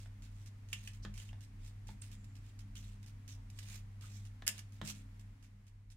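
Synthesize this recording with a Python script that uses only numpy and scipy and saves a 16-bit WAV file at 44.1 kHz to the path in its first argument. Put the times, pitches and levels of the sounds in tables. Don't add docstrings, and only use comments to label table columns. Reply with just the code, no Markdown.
import sys
import numpy as np
from scipy import signal
from scipy.fft import rfft, irfft
from scipy.io import wavfile
from scipy.ndimage import uniform_filter1d

SR = 44100
rng = np.random.default_rng(int(sys.argv[2]) if len(sys.argv) > 2 else 0)


def master(y):
    cut = np.clip(np.atleast_2d(y).T, -1, 1)
    pcm = np.round(cut * 32767)
    wavfile.write(sys.argv[1], SR, pcm.astype(np.int16))


N = 263172
TIME = np.arange(N) / SR

# [t/s, length/s, peak pressure level/dB]
DAB_ROWS = [(0.001, 0.094, -68.5), (0.2216, 0.084, -67.5), (0.4604, 0.038, -65.5), (0.687, 0.21, -69),
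            (0.934, 0.049, -67), (1.14, .2, -64.5), (1.4075, 0.065, -68), (1.8705, 0.093, -66.5),
            (2.022, 0.14, -65.5), (2.1154, 0.056, -64), (2.354, 0.049, -69), (2.591, 0.04, -68),
            (2.754, .11, -62.5), (2.827, 0.17, -69), (3.028, 0.03, -69), (3.062, 0.06, -67.5),
            (3.2783, 0.096, -61.5), (4.01, 0.32, -65.5), (4.252, 0.03, -67), (4.722, 0.1, -71),
            (4.949, 0.1, -66), (5.195, 0.031, -69.5), (5.426, 0.059, -70.5), (5.6676, 0.041, -75),
            (5.902, 0.045, -71)]
# [start t/s, length/s, peak pressure level/dB]
WIPE_ROWS = [(0.26, 0.23, -74.5), (0.716, 0.22, -64.5), (1.162, .08, -62), (1.579, .14, -67),
             (2.37, 0.16, -73), (3.509, 0.31, -58.5), (4.053, 0.15, -66), (4.497, 0.12, -63.5),
             (4.83, 0.1, -49)]
# [t/s, relative level/dB, pocket ring against the click/dB]
SNAP_ROWS = [(0.7296, -25, 0.5), (0.734, -40, 10), (0.8746, -34.5, 1.5), (1.1775, -39, -5),
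             (1.1996, -45.5, 5.5), (1.29, -49, 5), (2.0204, -40, -31), (2.2433, -48, -34),
             (2.591, -45.5, -30), (3.501, -45, -15), (3.5885, -34, -11), (4.58, -36.5, -12),
             (4.5914, -34, -22), (4.8507, -37, -23), (4.8748, -30, -14), (4.9006, -41, -22)]
# [t/s, length/s, level before the fade in and out/dB, centre f/Hz, width f/Hz]
SQUELCH_ROWS = [(1.019, 0.041, -59, 5050, 3200), (2.013, 0.015, -51, 8270, 1400),
                (2.03, 0.4, -79, 7260, 1390), (2.75, .035, -58, 3200, 700), (3.368, 0.045, -72, 846, 500),
                (4.006, 0.069, -65.5, 1290, 450)]
# [t/s, relative level/dB, gain of the ring/dB, left over right/dB, scatter against the crack/dB]
SLAP_ROWS = [(4.4660, -27, -14, 8, 18.5), (4.4700, -26, 1, -23.5, 1.5), (4.4786, -14, -21, -10.5, -5.5),
             (4.4885, -26, 10.5, 18, 14)]
# [t/s, relative level/dB, relative level of the deep thud/dB]
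KNOCK_ROWS = [(0.059, -59, -19), (1.050, -42, 1), (1.33, -55, -8), (1.89, -53.5, 6.5), (4.422, -49.5, -1.5),
              (4.489, -53, -0.5), (4.815, -40, 5)]
# [f/Hz, relative level/dB, t60/s]
TRAY_MODES = [(85, 1.5, 0.15), (137.3, -2, 0.4), (151.3, -2.5, 0.45), (204.9, 3, 0.42), (253, -8.5, 0.09),
              (303.5, -7, 0.21), (372, -9.5, 0.14)]

# [f/Hz, relative level/dB]
SMEAR_COLOUR = [(500, -17), (1500, -23.5), (2500, -4), (3400, -9), (4400, -1.5), (5600, 2.5), (7400, 1.5),
                (9300, -1.5), (10800, -14.5), (12200, -7.5), (14000, -31), (16000, -19.5)]
# [f/Hz, relative level/dB]
DRAG_COLOUR = [(400, -15.5), (1000, -16.5), (1700, -8.5), (2300, -3.5), (3000, -5), (3700, -2.5),
               (5500, -19)]
# [f/Hz, relative level/dB]
SNAP_COLOUR = [(200, -43), (900, -12), (1700, -0.5), (3000, 0), (4300, 3), (6500, 4.5), (9000, -2),
               (12000, -7), (16000, -16)]
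# [f/Hz, relative level/dB]
SLAP_COLOUR = [(240, -37), (400, -21.5), (1250, -21.5), (1650, -6), (1900, -14), (2180, -7.5), (4110, -12),
               (5110, -1), (6150, -9.5), (6740, -2.5), (9470, -7), (10500, -13), (11800, -8),
               (15000, -18.5), (16000, -20)]
# [f/Hz, relative level/dB]
KNOCK_COLOUR = [(100, -9.5), (350, -4.5), (550, -2.5), (850, 3), (1250, -4), (1750, -1.5), (2500, -10),
                (3500, -3.5), (5000, -16), (7500, -19.5), (9500, -29), (16000, -37)]

# [f/Hz, t60/s]
KITCHEN_T60 = [(150, 0.29), (800, 0.27), (2800, 0.21), (7000, 0.19), (15000, 0.1)]
# [f/Hz, rms level before the background curve/dB, depth of waver 0-1]
HUM_PARTIALS = [(100.25, -50.5, 0.2), (201.2, -67.5, 0.5), (235, -80, 0.8), (265.9, -73.5, 0.71),
                (296.3, -81.5, 1)]
# [f/Hz, relative level/dB]
AIR_COLOUR = [(60, -14), (130, -4.5), (220, 0), (290, -13), (390, -12.5), (550, -18), (900, -16.5),
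              (1500, -18.5), (2100, -17), (2700, -21.5), (3500, -25), (7500, -28.5), (12000, -34),
              (16000, -41)]
# [f/Hz, relative level/dB]
RUMBLE_COLOUR = [(12, -33), (26, -18), (33, 1), (37, 4), (42, 1.5), (52, -12), (68, -20.5), (90, -13.5),
                 (125, -12.5), (170, -32), (300, -50), (1000, -100)]
# [t/s, level/dB]
BACKGROUND_CURVE = [(0, -1.14), (5.15, -1.14), (5.45, -4.5), (5.97, -10)]
# [t/s, level/dB]
RUMBLE_CURVE = [(0, -56), (1.2, -54), (2.1, -54), (2.8, -53.5), (3.8, -54.5), (4.1, -57), (5.2, -58.5),
                (5.97, -59)]
# [f/Hz, likeness 0-1]
SIDE_LIKENESS = [(100, 1), (200, 0.92), (350, 0), (700, 0), (1500, 0), (16000, 0)]

DAB_RISE_S, WIPE_CREST = 0.014, 0.75
TICK_DB, TICK_RING_DB, TICK_SCATTER_DB = 20.5, -10.5, 24.5
SNAP_SCATTER_DB = 11
POCKET_HZ, POCKET_WIDTH_HZ, POCKET_SKIRT_HZ = 2920, 750, 1300
FLICKS_PER_S, FLICK_DB = 70, -7
BRISTLE_DRAG_DB = -0.5
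TAP_T60_S, SHIVER_T60_S, SHIVER_DB = 0.025, 0.1, -8
AIR_DB = -66
EDGE_HZ = 15900


def strokes():
    slips = evened(gain_of(1.8 * drift(120)))
    smear_grains = crackle(per_s=2200, spread_db=2.5, apart=1.0)
    smear = wandering(colour(smear_grains, SMEAR_COLOUR), patchy_db=3.0)
    drag_grains = crackle(per_s=1300, spread_db=2.0, apart=2.8)
    drag = wandering(colour(drag_grains, DRAG_COLOUR), patchy_db=2.5)
    flicks = colour(crackle(per_s=FLICKS_PER_S, spread_db=1, apart=0.62), SNAP_COLOUR)
    bright = sides(-10.5) * (smear + gain_of(FLICK_DB) * flicks)
    dull = gain_of(BRISTLE_DRAG_DB) * sides(-1) * drag
    return pressure() * slips * (bright + dull)


def pressure():
    presses = [(s, DAB_RISE_S, length, db) for s, length, db in DAB_ROWS]
    presses += [(s, WIPE_CREST * length, length, db) for s, length, db in WIPE_ROWS]
    power = np.zeros(N)
    for s, rise, length, db in presses:
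        shape = np.interp(TIME - s, [0, rise, length], [0, 1, 0])
        power += (gain_of(db) * shape) ** 2
    return np.sqrt(power)


def crackle(per_s, spread_db, apart):
    pops = rng.random((3, N)) < per_s / SR
    size = gain_of(spread_db * np.minimum(rng.exponential(1, (3, N))[pops], 4))
    grains = np.zeros((3, N))
    grains[pops] = size * rng.choice([-1, 1], (3, N))[pops]
    return evened(grains[0] + apart * grains[1:])


def wandering(x, patchy_db, size=512):
    z = signal.stft(x, nperseg=size)[2]
    chance = rng.standard_normal(z.shape[1:])
    across_bands = uniform_filter1d(chance, size=11, axis=0)
    patches = evened(uniform_filter1d(across_bands, size=7, axis=1))
    return evened(signal.istft(z * gain_of(patchy_db * patches))[1][:, :N])


def snaps():
    out = np.zeros((2, N))
    for s, length, db in DAB_ROWS:
        add(out, s, snap(db + TICK_DB, TICK_RING_DB, TICK_SCATTER_DB))
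    for s, db, ring_db in SNAP_ROWS:
        add(out, s, snap(db, ring_db, SNAP_SCATTER_DB))
    return out


def snap(db, ring_db, scatter_db):
    click = burst(scatter_db=scatter_db, t60=0.045, apart=1.0)
    pocket = ring(ring(click, POCKET_HZ, POCKET_WIDTH_HZ), POCKET_HZ, POCKET_SKIRT_HZ)
    pocket *= gain_of(ring_db) / np.linalg.norm(pocket[0])
    return gain_of(db + 9) * (sides(-6.5) * colour(click, SNAP_COLOUR) + sides(0.42) * pocket)


def squelches():
    out = np.zeros((2, N))
    for s, length, db, hz, width_hz in SQUELCH_ROWS:
        window = signal.windows.hann(round(length * SR))
        noise = rng.standard_normal((2, len(window)))
        fizz = evened(ring(ring(noise, hz, width_hz), hz, width_hz))
        add(out, s, gain_of(db) * sides(-5) * window * fizz)
    return out


def slaps():
    out = np.zeros((2, N))
    for s, db, ring_db, pan_db, scatter_db in SLAP_ROWS:
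        crack = burst(scatter_db=scatter_db, t60=0.037, apart=1.0)
        pocket = gain_of(ring_db) * ring(crack, 2730, 700)
        add(out, s, gain_of(db + 10.5) * sides(pan_db) * (colour(crack, SLAP_COLOUR) + pocket))
    return out


def knocks():
    out = np.zeros((2, N))
    t = np.arange(SR // 2) / SR
    modes = np.zeros(len(t))
    for k, (hz, db, t60) in enumerate(TRAY_MODES):
        modes += (-1) ** k * gain_of(db - 60 * t / t60) * np.sin(2 * np.pi * hz * t)
    modes *= 1 - np.exp(-t / 0.0044)
    for s, db, thud_db in KNOCK_ROWS:
        tap = burst(scatter_db=7.5, t60=TAP_T60_S, apart=0.6)
        shiver = burst(scatter_db=20, t60=SHIVER_T60_S, apart=0.77)
        rattle = colour(tap + gain_of(SHIVER_DB) * shiver, KNOCK_COLOUR)
        add(out, s, gain_of(db + 20.5) * sides(-2) * rattle)
        add(out, s, gain_of(db + thud_db - 11) * sides(0) * modes)
    return out


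def burst(scatter_db, t60, apart, size=4096):
    t = np.arange(size) / SR
    chance = rng.standard_normal((3, size))
    x = (chance[0] + apart * chance[1:]) * gain_of(-60 * t / t60)
    x *= gain_of(scatter_db) / np.linalg.norm(x[0])
    x[:, 0] = 1
    return x / np.linalg.norm(x[0])


def spaced(x, size=4):
    return np.array([x[0], np.pad(x[1], (size, 0))[:N]])


def kitchen(x, size=20):
    taps = np.zeros((2, SR // 2))
    starts = np.arange(200, SR // 2 - size, size)
    at = starts + rng.integers(0, size, (2, len(starts)))
    np.put_along_axis(taps, at, rng.choice([-1., 1.], at.shape), 1)
    hz, t, z = signal.stft(taps, SR, nperseg=256)
    decay = gain_of(-60 * t / read(KITCHEN_T60, hz)[:, None])
    tail = signal.istft(z * decay, SR)[1]
    high_pass = signal.butter(2, 250, "high", fs=SR, output="sos")
    above_bass = signal.sosfilt(high_pass, x.mean(0))
    return signal.fftconvolve(above_bass[None], tail / np.linalg.norm(tail[0]), axes=1)[:, :N]


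def background():
    hum = np.zeros(N)
    for hz, db, waver in HUM_PARTIALS:
        swing = 1 + waver * (drift(4.2) + 1j * drift(4.4))
        hum += gain_of(db) * evened(np.real(swing * np.exp(2j * np.pi * hz * TIME)))
    air = gain_of(AIR_DB) * wash(AIR_COLOUR)
    rumble = wash(RUMBLE_COLOUR) * follow(RUMBLE_CURVE)
    return (hum + air) * follow(BACKGROUND_CURVE) + rumble


def wash(points):
    hz = np.fft.rfftfreq(N, 1 / SR)
    a, b = rfft(rng.standard_normal((2, N)))
    same = np.clip(read(SIDE_LIKENESS, hz), 0, 1)
    pair = np.array([a, same * a + np.sqrt(1 - same ** 2) * b])
    return evened(irfft(pair * gain_of(read(points, hz)), N))


def drift(rate_hz):
    hz = np.fft.rfftfreq(N, 1 / SR)
    return evened(irfft(rfft(rng.standard_normal(N)) * np.exp(-(hz / rate_hz) ** 2), N))


def colour(x, points, size=4096):
    log_gain = np.log(gain_of(read(points, abs(np.fft.fftfreq(size, 1 / SR)))))
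    spectrum = np.exp(np.conj(signal.hilbert(log_gain)))
    taps = np.fft.ifft(spectrum).real[:size // 2]
    return signal.oaconvolve(x, taps[None] / np.linalg.norm(taps), axes=1)[:, :x.shape[1]]


def ring(x, hz, width_hz):
    return signal.lfilter(*signal.iirpeak(hz, hz / width_hz, SR), x)


def sides(pan_db):
    g = gain_of([[pan_db / 2], [-pan_db / 2]])
    return g / g.mean()


def add(mix, s, sound):
    part = mix[:, max(round(s * SR), 0):][:, :sound.shape[1]]
    part += sound[:, :part.shape[1]]


def follow(rows):
    return gain_of(np.interp(TIME, *np.transpose(rows)))


def read(points, hz):
    f, value = np.transpose(points)
    return np.interp(np.log(hz + 1), np.log(f + 1), value)


def evened(x):
    return x / np.sqrt(np.mean(x ** 2) + 1e-20)


def gain_of(db):
    return 10 ** (np.asarray(db) / 20)


def scene():
    brush = spaced(strokes() + snaps() + slaps())
    near = brush + squelches() + knocks()
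    room = gain_of(-6.5) * sides(-1.33) * kitchen(near)
    return near + room + background()


def record(dry):
    low_pass = signal.firwin(511, EDGE_HZ, window=("kaiser", 9), fs=SR)
    return signal.oaconvolve(dry, low_pass[None], "same")


dry = scene()
out = record(dry)
master(out)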